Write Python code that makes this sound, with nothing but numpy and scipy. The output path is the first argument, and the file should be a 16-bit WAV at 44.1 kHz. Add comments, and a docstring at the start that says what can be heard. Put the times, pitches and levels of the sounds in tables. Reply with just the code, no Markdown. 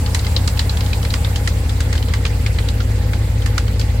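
"""A loping throb: a V8 idles under an open bonnet, heard above the front pulleys, then from a step back.
Its two cylinder banks beat unevenly; firings ring the block, and the valves clatter in step with them.
Accessories whine. Friction makes the drive belt hiss, and it ticks and chirps as its flaws slip
over the pulleys, about nine times a second."""
import sys
import numpy as np
from scipy import signal
from scipy.io import wavfile
from scipy.ndimage import uniform_filter1d

SR = 44100
rng = np.random.default_rng(int(sys.argv[2]) if len(sys.argv) > 2 else 0)


def store_pcm(level_fs):
    """Save levels as 16-bit WAV."""
    pcm = np.round(np.clip(level_fs, -1, 1) * 32767).astype(np.int16)
    wavfile.write(sys.argv[1], SR, np.atleast_2d(pcm).T)


N = 176400
CYLINDERS = 8
TICK_ATTACK_S, TICK_LIKENESS, TICK_PAN_DB = 0.00092, 0.17, -0.5

# likeness of the two channels (frequency [Hz], correlation [0 to 1])
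COHERENCE = [(270, 0.88), (500, 0.8), (1000, 0.12), (10000, 0)]
# stereo balance (frequency [Hz], left minus right [dB])
BALANCE = [(100, 0.8), (500, 0.6), (1000, -4), (4000, -1), (12000, -1)]
# the listener's step back (time [s], distance [about 0 close, 1 far])
STEP_BACK = [(1.25, -0.05), (1.75, 0.3), (4, 0.52)]
# centres of a tick's low, middle and top ranges (frequency [Hz])
TICK_ZONES_HZ = [2020, 3820, 7460]


def from_db(db):
    """Decibels to amplitude ratio."""
    return 10 ** (np.asarray(db) / 20)


def rms_one(x):
    """Scale to rms 1."""
    return x / np.sqrt(np.mean(x ** 2) + 1e-20)


def in_time(points):
    """Interpolate a curve at every sample."""
    return np.interp(np.arange(N) / SR, *np.transpose(points))


def at_hz(points, hz):
    """Interpolate a spectrum on a log-frequency axis."""
    freqs, values = np.transpose(points)
    return np.interp(np.log(hz), np.log(freqs), values)


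def drift(rate_hz):
    """Low-passed noise: a random wander of rms about 1."""
    pole = np.exp(-40 * np.pi * rate_hz / SR)
    slow = signal.lfilter([1], [1, -2 * pole, pole * pole], rng.standard_normal(N // 20 + 2002))[2000:]
    return np.interp(np.arange(N) / 20, np.arange(len(slow)), rms_one(slow))


def third_octaves(low_hz, count):
    """Constant-Q band filters as (centre [Hz], filter sections)."""
    edges = low_hz * 2 ** (np.arange(count + 1) / 3)
    return [(np.sqrt(a * b), signal.butter(2, [a, b], "band", fs=SR, output="sos"))
            for a, b in zip(edges, edges[1:])]


def stereo(pair, hz, likeness=None, pan_db=0):
    """Partial coherence: the sum and difference of two unrelated signals make left and right."""
    if likeness is None:
        likeness = at_hz(COHERENCE, hz)
    side = np.array([[1], [-1]])
    mixed = np.sqrt((1 + likeness) / 2) * pair[0] + side * np.sqrt((1 - likeness) / 2) * pair[1]
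    return mixed * from_db(side * (at_hz(BALANCE, hz) + pan_db) / 2)


def impulses(times, gains):
    """One impulse at each time."""
    return np.bincount(np.clip(times * SR, 0, N - 1).astype(int), gains, N)


def ring(x, hz, t60):
    """Damped oscillator: a unit impulse starts a decaying sine of height 1."""
    r, w = from_db(-60 / (t60 * SR)), 2 * np.pi * hz / SR
    return signal.lfilter([0, np.sin(w)], [1, -2 * r * np.cos(w), r * r], x + 1e-18)


def beats(cycle, count):
    """Times and places in the cycle of an event that recurs count times a cycle."""
    step = np.floor(cycle * count).astype(int)
    at = np.flatnonzero(np.diff(step)) + 1
    return at / SR, step[at] % count


def exhaust_throb(cycle):
    """Fourier series: uneven beats from two banks repeat each cycle, so they sound at its harmonics."""
    # exhaust beats in firing order: (bank [0 or 1]) and (strength [dB]); they set the harmonics' phases
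    firing_bank = [0, 0, 1, 0, 1, 1, 0, 1]
    beat_db = [-10.5, 0, 1, -7, -2, -2, -6, -2.5]
    # harmonics as the pipes weight them (order [per cycle], level at mid-scene [dB])
    harmonics = [(5, -40), (8, -21), (11, -22), (12, -36), (13, -25), (14, -35), (15, -26), (16, -24.5),
                 (18, -40), (19, -42), (21, -39), (24, -39), (27, -46), (29, -45), (35, -46), (37, -46),
                 (40, -45)]
    lead_cycles = 0.036 * (1 - np.array(firing_bank))   # bank 0 arrives early
    place = np.arange(CYLINDERS) / CYLINDERS - lead_cycles
    from_middle_s, out = (np.arange(N) - N / 2) / SR, 0
    for order, db in harmonics:
        phase = np.angle(np.sum(from_db(beat_db) * np.exp(-2j * np.pi * order * place)))
        # stepping back evens out the beat: the firing rate and its octave rise, the rest fall
        db_per_s = {CYLINDERS: 1.2, 2 * CYLINDERS: 2}.get(order, -0.6)
        waver_db = 0.55 * order / CYLINDERS * drift(4.9)
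        level = from_db(db + db_per_s * from_middle_s + waver_db)
        out += level * np.cos(2 * np.pi * order * cycle + phase)
    return np.sqrt(2) * out * from_db(np.array([[1], [-1]]) * BALANCE[0][1] / 2)


def engine_block(cycle):
    """Impact excitation: each firing rings the block, over a dull noise pulsing at the firing rate."""
    # running noise (frequency [Hz], relative density [dB])
    spectrum = [(40, -5), (105, 1.5), (135, -3), (230, -4.5), (305, -5.5), (350, -17), (480, -11),
                (580, -16.5), (850, -19.5), (1500, -35)]
    # modes of block and covers (frequency [Hz], level [dB], t60 [s])
    modes = [(467, -32.5, 0.08), (512, -33, 0.06)]
    # each cylinder's knock, in firing order (relative strength [dB])
    cylinder_db = [-0.5, 2, -0.5, -1, -1, 4.5, 0, -0.5]
    lead_cycles, scatter_db, jitter_s = 0.05957, 1.5, 0.0004
    times, cylinder = beats(cycle + lead_cycles, CYLINDERS)
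    white, noise, knocks = rng.standard_normal((2, 2, N)), 0, 0
    for k, (hz, sos) in enumerate(third_octaves(28, count=19)):
        noise += from_db(at_hz(spectrum, hz)) * stereo(signal.sosfilt(sos, white[k % 2]), hz)
    for hz, db, t60 in modes:
        pair = []
        for _ in range(2):
            force = from_db(np.array(cylinder_db)[cylinder] + rng.normal(0, scatter_db, len(times)))
            strikes = impulses(rng.normal(times, jitter_s), rms_one(force))
            pair.append(ring(strikes, hz, t60))
        knocks += from_db(db) * stereo(pair, hz)
    pulse = from_db(-2.8 * np.cos(2 * np.pi * CYLINDERS * cycle))
    return knocks + from_db(-30) * rms_one(noise * pulse)


def accessory_whine(cycle):
    """Rotational tones: belt-driven accessories follow engine speed, wavering as the belt slips."""
    # accessory tones (order [per cycle], close level [dB])
    tones = [(13.7, -38), (24.7, -44), (121.7, -47), (131.5, -51)]
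    slip, waver_hz, flutter_db = 0.011, 12, 3
    swell_hz, crest_s = 2.3, 1.75
    swell_db = 2.5 * np.cos(2 * np.pi * swell_hz * (np.arange(N) / SR - crest_s))
    distance_db, out = -6 * in_time(STEP_BACK), 0
    for order, db in tones:
        slipped_cycle = np.cumsum(np.gradient(cycle) * (1 + slip * drift(waver_hz)))
        level = from_db(db + swell_db + distance_db + flutter_db * drift(waver_hz))
        out += np.sqrt(2) * level * np.sin(2 * np.pi * order * slipped_cycle)
    return out


def belt_hiss():
    """Friction noise: the belt rubs on the pulleys; its lows and highs fade as the listener steps back."""
    # hiss from close by (frequency [Hz], relative density [dB])
    spectrum = [(500, 4), (880, 6), (1150, 1), (2100, 2.5), (2700, -1.5), (4300, -3.5), (5800, -8),
                (7500, -3), (8600, -6), (15500, -9)]
    # change at distance 1 (frequency [Hz], gain [dB])
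    distance_loss = [(800, -13.5), (1800, -0.5), (4500, -4.5), (9500, -10)]
    distance, flicker_db = in_time(STEP_BACK), 2
    white, out = rng.standard_normal((2, 2, N)), 0
    for k, (hz, sos) in enumerate(third_octaves(445, count=16)):
        db = at_hz(spectrum, hz) + distance * at_hz(distance_loss, hz) + flicker_db * drift(21)
        out += from_db(db) * stereo(signal.sosfilt(sos, white[k % 2]), hz)
    return from_db(-34.5) * rms_one(out)


def valve_clatter(cycle):
    """Impact noise: sixteen valves close in turn, each with a faint burst of its own strength."""
    decay_s, scatter_db = 0.0031, 1.5
    times, valve = beats(cycle, count=16)
    force_db = rng.normal(0, scatter_db, 16)[valve] + rng.normal(0, scatter_db, len(times))
    strikes = impulses(times, rms_one(from_db(force_db)))
    envelope = signal.lfilter([1], [1, -np.exp(-1 / (decay_s * SR))], strikes + 1e-18)
    band = signal.butter(1, [1400, 8000], "band", fs=SR, output="sos")
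    return from_db(-42) * signal.sosfilt(band, envelope * rng.standard_normal((2, N)))


def pulley_resonance(x):
    """Forced vibration: pulleys and brackets reinforce sound near their natural frequencies."""
    # their modes (frequency [Hz], bandwidth [Hz], added gain [ratio])
    modes = [(2050, 57, 0.38), (4070, 122, 0.5), (4780, 450, 0.6), (7520, 600, 0.52)]
    return x + sum(gain * signal.lfilter(*signal.iirpeak(hz, hz / width, fs=SR), x)
                   for hz, width, gain in modes)


def belt_slips():
    """Transient excitation: the slips of belt flaws on the pulleys, which drive ticks and chirps."""
    # (time [s], relative level [dB], chirp pitch [Hz], low knock share [dB], top snap share [dB])
    slips = [(0.061, -14, 4530, -17, -28), (0.1462, -9, 4060, -11, -14), (0.191, -16.5, 4070, -26, -20),
             (0.246, -19), (0.2653, -15, 2050, -17, -23), (0.3636, -3, 4120, -29, -31.5),
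             (0.4753, -8.5, 4240, -16, -15), (0.573, -18), (0.5922, -5.5, 4080, -19, -23),
             (0.6942, -9.5, 4120, -24, -29), (0.77, -16.5, 3420, -14, -19.5),
             (0.806, -14.5, 4110, -15.5, -23), (0.861, -18), (0.9305, -10.5, 2500, -22, -30), (1.028, -17),
             (1.0488, -15.5, 2100, -15, -24), (1.1035, -13.5, 3820, -20, -23),
             (1.1376, -11.5, 4790, -10, -17), (1.2463, -12, 3680, -15, -30), (1.3576, -11, 3120, -17, -18),
             (1.474, -9, 2027, -14, -16), (1.693, -16.5, 3470, -18, -20.5), (1.8038, -15, 1670, -14, -12),
             (1.927, -13.5, 2030, -12, -18), (1.9522, -16, 1700, -19, -24), (1.977, -19), (2.025, -19.5),
             (2.084, -20), (2.136, -12.5, 2090, -9.5, -16.5), (2.2509, -11.5, 2430, -11.5, -22),
             (2.262, -18), (2.4618, -10.5, 2150, -15.5, -26), (2.585, -12, 2010, -14, -35),
             (2.6859, -12, 3850, -20.5, -23), (2.8027, -15.5, 1385, -15, -28),
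             (3.1324, -16.5, 2200, -11, -24), (3.42, -21), (3.459, -17, 1750, -9, -13),
             (3.5784, -9, 1450, -15, -16.5), (3.679, -20), (3.7947, -12, 4600, -22, -17), (3.812, -20)]
    # faint slips list only time and level, and take the median for the rest
    usual = np.median([row[2:] for row in slips if row[2:]], axis=0)
    return [(*row[:2], *(row[2:] or usual)) for row in slips]


def belt_ticks():
    """Friction burst and reverberation: each slip makes a gritty tick that dies away in the engine bay."""
    # colour common to all ticks (frequency [Hz], gain [dB])
    colour = [(600, -11), (950, -1), (1300, 1.5), (2300, 0), (3200, 1), (4500, 0.5), (7500, -2),
              (14000, -20)]
    hold_s, decay_s, bay_db, bay_decay_s = 0.0023, 0.004, -4.8, 0.018
    gain_db, middle_db, grit_db = 9.5, -14, 2
    times, slip_db, _, knock_db, snap_db = np.transpose(belt_slips())
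    age = np.arange(SR // 5) / SR
    burst = np.exp(-np.maximum(age - hold_s, 0) / decay_s)
    bay_tail = from_db(bay_db) * np.exp(-age / bay_decay_s)
    shape = np.minimum(age / TICK_ATTACK_S, 1) * np.hypot(burst, bay_tail)
    grit, out = rng.standard_normal((2, 2, N)) * rms_one(from_db(grit_db * drift(750))), 0
    for k, (hz, sos) in enumerate(third_octaves(445, count=16)):
        low, middle, top = (np.interp(np.log(hz), np.log(TICK_ZONES_HZ), zone) for zone in np.eye(3))
        share_db = low * knock_db + middle * middle_db + top * snap_db
        force = from_db(gain_db + slip_db + share_db + at_hz(colour, hz))
        envelope = signal.oaconvolve(impulses(times, force), shape)[:N]
        out += stereo(signal.sosfilt(sos, envelope * grit[k % 2]), hz, TICK_LIKENESS, TICK_PAN_DB)
    return out


def belt_chirps():
    """Damped oscillation: each slip squeaks at two close pitches whose phases soon wander."""
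    gain_db, upper_ratio, upper_db, coherent_cycles = -4.8, 1.16, -8, 13
    age, out = np.arange(SR // 10) / SR, np.zeros((2, N + SR))
    for time, slip_db, pitch, _, _ in belt_slips():
        at = int(time * SR)
        for hz, db in ((pitch, slip_db), (pitch * upper_ratio, slip_db + upper_db)):
            t60 = 0.025 * np.sqrt(TICK_ZONES_HZ[1] / hz)   # low squeaks ring longer
            envelope = np.minimum(age / TICK_ATTACK_S, 1) * from_db(gain_db + db - 60 * age / t60)
            phase_steps = rng.normal(0, np.sqrt(2 * hz / (coherent_cycles * SR)), (2, len(age)))
            wander = uniform_filter1d(np.cumsum(phase_steps, axis=1), size=20, axis=1)
            squeak = np.sin(2 * np.pi * hz * age + wander)
            out[:, at:at + len(age)] += envelope * stereo(squeak, hz, TICK_LIKENESS, TICK_PAN_DB)
    return out[:, :N]


def scene():
    """Superposition: the belt's noises add to the sounds timed by the crankshaft."""
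    # idle speed (time [s], crankshaft speed [rpm])
    idle_rpm = [(0, 814), (.5, 814), (.7, 806), (1.1, 805), (1.6, 800), (2.2, 810), (2.75, 800), (3.3, 809),
                (4, 804)]
    cycle = 0.058 + np.cumsum(in_time(idle_rpm)) / (120 * SR)   # a four-stroke cycle takes two turns
    engine = exhaust_throb(cycle) + engine_block(cycle) + accessory_whine(cycle)
    return engine + pulley_resonance(belt_hiss() + valve_clatter(cycle) + belt_ticks()) + belt_chirps()


def record(dry):
    """Band limiting: a steep low-pass cuts the top above 15.9 kHz."""
    return signal.sosfilt(signal.ellip(16, .1, 80, 15900, fs=SR, output="sos"), dry)


dry = scene()
out = record(dry)
store_pcm(out)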